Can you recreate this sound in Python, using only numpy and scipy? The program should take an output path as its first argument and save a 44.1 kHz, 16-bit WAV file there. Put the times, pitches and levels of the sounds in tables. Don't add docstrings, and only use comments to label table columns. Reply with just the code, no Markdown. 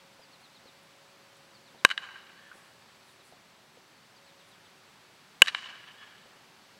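import sys
import numpy as np
from scipy import signal
from scipy.fft import rfft, irfft, next_fast_len
from scipy.io import wavfile

SR = 44100
rng = np.random.default_rng(int(sys.argv[2]) if len(sys.argv) > 2 else 0)


def to_wav(s):
    ch = np.atleast_2d(s).T
    pcm = np.round(np.clip(ch, -1, 1) * 32767)
    wavfile.write(sys.argv[1], SR, pcm.astype(np.int16))


N = 299439

# pitch in Hz, time to fade by 60 dB in seconds, polarity (+1 or -1),
# level in the first hit in dB, level in the second hit in dB (both before the level of the whole hit).
BAT_MODES = [(503, .017, -1, -19, -16.5), (1070, .0173, -1, -3, -8.6), (1605, .018, 1, 1.2, .2),
             (2067, .0051, -1, 6, 10.5), (2580, .0048, 1, 6.7, 14.6), (2945, .019, -1, -6, 5.7),
             (3850, .0125, 1, -6, -13), (8000, .011, 1, -18, -13)]


def amp(db):
    return 10 ** (np.asarray(db) / 20)


def unit(x):
    return x / np.sqrt(np.mean(x ** 2) + 1e-20)


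def seconds(length):
    return np.arange(int(length * SR)) / SR


def curve(rows, t):
    return np.interp(t, *np.transpose(rows))


def colour(points):
    f, db = np.transpose(points)
    return lambda hz: amp(np.interp(np.log(hz + 1), np.log(f), db))


def filtered(x, response):
    size = next_fast_len(len(x) + 8192)
    spectrum = rfft(x, size) * response(np.fft.rfftfreq(size, 1 / SR))
    return irfft(spectrum, size)[:len(x)]


def dulled(x, top_hz):
    low_pass = signal.butter(2, min(top_hz, SR / 2 - 1), fs=SR, output="sos")
    return signal.sosfilt(low_pass, x)


def band(size, centre_hz, width_hz):
    noise = rng.standard_normal(size)
    return unit(filtered(noise, lambda hz: 1 / (1 + ((hz - centre_hz) / width_hz) ** 4)))


def swell(t, rise_s, t60):
    t = np.maximum(t, 0)
    return (1 - np.exp(-t / rise_s)) * amp(-60 * t / t60)


def add(track, s, x):
    part = track[round(s * SR):][:len(x)]
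    part += x[:len(part)]


def batting():
    hits = [(1.8494, 0, -21, 0.5, 8, -33), (5.4196, 0.5, -20.5, 1, 10.5, -31.5)]
    # pitch in Hz, width in Hz, level in dB relative to the other rows (also scaled by the width).
    beams = [
        [(865, 120, -19), (1083, 140, -12), (1590, 120, 0.5), (2313, 540, -13.5), (2955, 150, -5),
         (3908, 154, -7.5), (4700, 450, -26)],
        [(510, 170, -22.5), (816, 200, -20.5), (1059, 180, -9), (1626, 150, 1), (2320, 300, -5), (2960, 178, 1),
         (3880, 240, -3.5), (4400, 500, -11.5)],
    ]
    out = np.zeros(N)
    for k, (s, db, near_db, ring_db, crack_db, wash_db) in enumerate(hits):
        mode_db = [mode[3 + k] for mode in BAT_MODES]
        direct = bat(mode_db, near_db)
        outward = beam(beams[k], ring_db, crack_db)
        wash = amp(wash_db) * trees(outward)
        for sound in (direct, walls(outward), wash, slats(outward)):
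            add(out, s, amp(db) * sound)
    return out


def bat(mode_db, crack_db, crack_t60=0.011, crack_hz=7000, crack_low_hz=2800):
    t = seconds(.06)
    ring = np.zeros(len(t))
    for (hz, t60, polarity, *_), db in zip(BAT_MODES, mode_db):
        fade = amp(db - 60 * t / t60)
        ring += np.sign(polarity) * fade * np.sin(2 * np.pi * hz * t)
    hiss = filtered(rng.standard_normal(len(t)), lambda hz: hz ** 2 / (hz ** 2 + crack_low_hz ** 2))
    crack = unit(dulled(hiss, crack_hz)) * amp(crack_db - 60 * t / crack_t60)
    return ring + crack


def beam(resonances, ring_db, crack_db, low_hz=4000, top_hz=11000):
    t = seconds(.06)
    ring = np.zeros(len(t))
    for k, (hz, width, db) in enumerate(resonances):
        fade = np.exp(-np.pi * width * t)
        ring += (-1) ** k * amp(db) * width * fade * np.sin(2 * np.pi * hz * t)
    step = np.exp(-2 * np.pi * low_hz * t)
    crack = dulled(np.diff(step, prepend=0), top_hz)
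    ring_start_rms = np.sqrt(np.mean(ring[t < .004] ** 2))
    return amp(ring_db) * ring / ring_start_rms + amp(crack_db) * crack / np.linalg.norm(crack)


def walls(blow, low_hz=600):
    # delay in seconds, smear (decay time) in seconds, level in dB before the treble and bass are cut.
    echo_rows = [(0.0407, .002, -37.5), (.052, 0.011, -27.5), (.0622, 0.0055, -23), (0.1278, 0.0016, -22.5),
                 (.1932, 0.00091, -46), (.238, 0.0069, -38), (0.307, 0.015, -36.5)]
    top_hz, reference_s, dulling = 8000, 0.043, .85
    t = seconds(.05)
    out = np.zeros(SR)
    for delay, smear, db in echo_rows:
        scatter = rng.standard_normal(len(t)) * np.exp(-t / smear)
        scatter[0] += 3
        echo = signal.fftconvolve(blow, scatter)
        echo *= np.linalg.norm(blow) / np.linalg.norm(echo)
        add(out, delay, amp(db) * dulled(echo, top_hz * (reference_s / delay) ** dulling))
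    return filtered(out, lambda hz: 1j * hz / (low_hz + 1j * hz))


def trees(blow, loss_db=55, loss_hz=8000, clump_db=2.5):
    # arrival in seconds, rise time in seconds, level in dB relative to the other rows,
    # time to fade by 60 dB in seconds (before the extra loss of treble).
    wash_rows = [(.005, .005, -5, .9), (.122, .012, -2.5, 1.7), (0.549, .03, -15.5, 1.9)]
    # frequency in Hz, relative level in dB.
    wash_colour = [(150, -24.5), (450, -2), (780, 7), (1100, 1.5), (1550, -5), (1780, -0.5), (2200, -1.5),
                   (3000, -1), (3900, -5.5), (5000, 1.5), (9000, 3), (15000, -8.5)]
    size = int(1.4 * SR)
    reflections = rng.standard_normal(size) * amp(clump_db * band(size, 0, 44))
    hz, delay, spectrum = signal.stft(reflections, SR, nperseg=256)
    loss = loss_db * delay * (hz[:, None] / loss_hz) ** 2.4
    power = sum((amp(db) * swell(delay - arrival, rise, t60)) ** 2 for arrival, rise, db, t60 in wash_rows)
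    gain = np.sqrt(power) * amp(-loss) * colour(wash_colour)(hz)[:, None]
    tail = signal.istft(spectrum * gain, SR, nperseg=256)[1]
    return signal.fftconvolve(blow, tail / np.linalg.norm(tail))


def slats(blow):
    # delay in seconds, rise time in seconds, pitch in Hz, width in Hz, level in dB,
    # time to fade by 60 dB in seconds.
    slat_rows = [(.205, .02, 850, 170, -45, .6), (.52, 0.045, 1770, 90, -55.5, 1.1),
                 (.545, .025, 3350, 110, -53.5, .7)]
    t = seconds(1.4)
    answer = np.zeros(len(t))
    for delay, rise, hz, width, db, t60 in slat_rows:
        tail = band(len(t), hz, width) * swell(t - delay, rise, t60)
        answer += amp(db) * tail / np.linalg.norm(tail)
    return signal.fftconvolve(blow, answer)


def thuds(dirt_db=-9):
    # start in seconds, level in dB, pitch in Hz, time for the knock to fade by 60 dB in seconds.
    thud_rows = [(0.194, -46, 606, .025), (0.657, -50, 520, 0.032), (1.747, -46, 600, 0.021),
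                 (2.515, -41.5, 1480, 0.065), (2.555, -50, 515, 0.028), (3.324, -46, 730, 0.014),
                 (3.771, -50, 500, .045), (6.256, -47.5, 510, .033), (6.357, -55, 554, .025)]
    out, t = np.zeros(N), seconds(0.15)
    for s, db, hz, t60 in thud_rows:
        knock = np.sin(2 * np.pi * hz * t) * amp(-60 * t / t60)
        puff = band(len(t), hz, 290) * amp(dirt_db - 60 * t / 0.1)
        add(out, s, amp(db) * (knock + puff))
    return out


def scuffs(grit_hz=9200, grit_width_hz=2200, grain_db=4):
    # start in seconds, length in seconds, level in dB before the fade in and out.
    scuff_rows = [(.38, 0.074, -73), (.828, .012, -66.5), (1.365, .012, -66), (2.515, 0.11, -67.5),
                  (2.587, .16, -73), (3.022, 0.15, -69.5), (3.22, .11, -67), (4.436, .1, -72)]
    out = np.zeros(N)
    for s, length, db in scuff_rows:
        t = seconds(length)
        strength = amp(grain_db * rng.standard_normal(len(t)))
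        grains = unit(strength * band(len(t), grit_hz, grit_width_hz))
        add(out, s, amp(db) * grains * np.sin(np.pi * t / length))
    return out


def bird(vary_db=0.7, leaves_db=-10, leaves_t60=0.13):
    # start in seconds, number of notes, first gap in seconds, start pitch of the first note in Hz,
    # settled start pitch in Hz, level of the first note in dB before random variation.
    phrase_rows = [(.214, 5, .105, 5100, 4400, -59.3), (1.538, 3, .118, 4920, 4100, -61),
                   (3.075, 3, .116, 4250, 4300, -63.3), (4.152, 5, .114, 4980, 4120, -62)]
    slowing_s, settle, grow_db = .005, .35, .3
    out = np.zeros(N)
    for s, count, gap, first_hz, settled_hz, db in phrase_rows:
        for k in range(count):
            start_hz = settled_hz + (first_hz - settled_hz) * settle ** k
            note_s = s + k * gap + slowing_s * k * (k - 1) / 2
            note_db = db + grow_db * k + vary_db * rng.standard_normal()
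            add(out, note_s, amp(note_db) * whistle(start_hz))
    t = seconds(.2)
    leaves = rng.standard_normal(len(t)) * amp(-60 * t / leaves_t60)
    return out + amp(leaves_db) * signal.fftconvolve(out, leaves / np.linalg.norm(leaves))[:N]


def whistle(start_hz, length_s=.043, slide_hz=1170, slide_from_hz=4300):
    u = seconds(length_s) / length_s
    fall_hz = slide_hz * (slide_from_hz / start_hz) ** 2
    pitch = start_hz - fall_hz * u ** 1.15
    return np.sqrt(np.abs(np.sin(np.pi * u))) * np.sin(2 * np.pi * np.cumsum(pitch) / SR)


def far_birds(level_db=-77, centre_hz=4500, flicker_db=3):
    flicker = amp(flicker_db * band(N, 0, 12))
    return amp(level_db) * unit(band(N, centre_hz, 250) * flicker)


def background(hum_db=-4, hum_hz=551, low_hum_db=-78.5, low_hum_hz=378, whine_db=-82, drone_db=-73):
    # time in seconds, level in dB before hum_db is added.
    hum_level = [(0, -62), (.45, -72.5), (.7, -65), (1.5, -64.5), (3.0, -73), (4.0, -76), (4.3, -63.5),
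                 (4.8, -77.5), (6.5, -80), (6.79, -64)]
    # frequency in Hz, relative level in dB per Hz.
    air_colour = [(20, -52), (40, -30.5), (60, -24.5), (110, -8.5), (200, -5.5), (300, -7), (380, -7.5),
                  (550, -8), (900, -5.5), (1800, -8), (4400, -12), (6500, -18.5), (10000, -24.5),
                  (15400, -31.5)]
    # time in seconds, level in dB.
    air_level = [(0, -58.5), (2.8, -58.5), (3.7, -59.5), (4.6, -58.5), (6.79, -58)]
    t = np.arange(N) / SR
    air = amp(curve(air_level, t)) * unit(filtered(rng.standard_normal(N), colour(air_colour)))
    pitch = hum_hz + 3 * band(N, 0, 4.8)
    hum_wave = np.sqrt(2) * np.sin(2 * np.pi * np.cumsum(pitch) / SR)
    hum = amp(curve(hum_level, t) + hum_db) * hum_wave
    low_hum = amp(low_hum_db) * band(N, low_hum_hz, 3)
    drone = amp(drone_db) * band(N, 165, 77)
    whine = amp(whine_db) * band(N, 7870, 35)
    return air + hum + low_hum + drone + whine


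def scene(hiss_db=-75.0):
    field = batting() + thuds() + scuffs() + bird() + far_birds() + background()
    return field + amp(hiss_db) * rng.standard_normal((2, N))


def record(dry, top_hz=15750):
    clipped = np.clip(dry, -1, 1)
    band_limit = signal.ellip(10, .1, 90, top_hz, fs=SR, output="sos")
    return np.array([signal.sosfilt(band_limit, channel) for channel in clipped])


dry = scene()
out = record(dry)
to_wav(out)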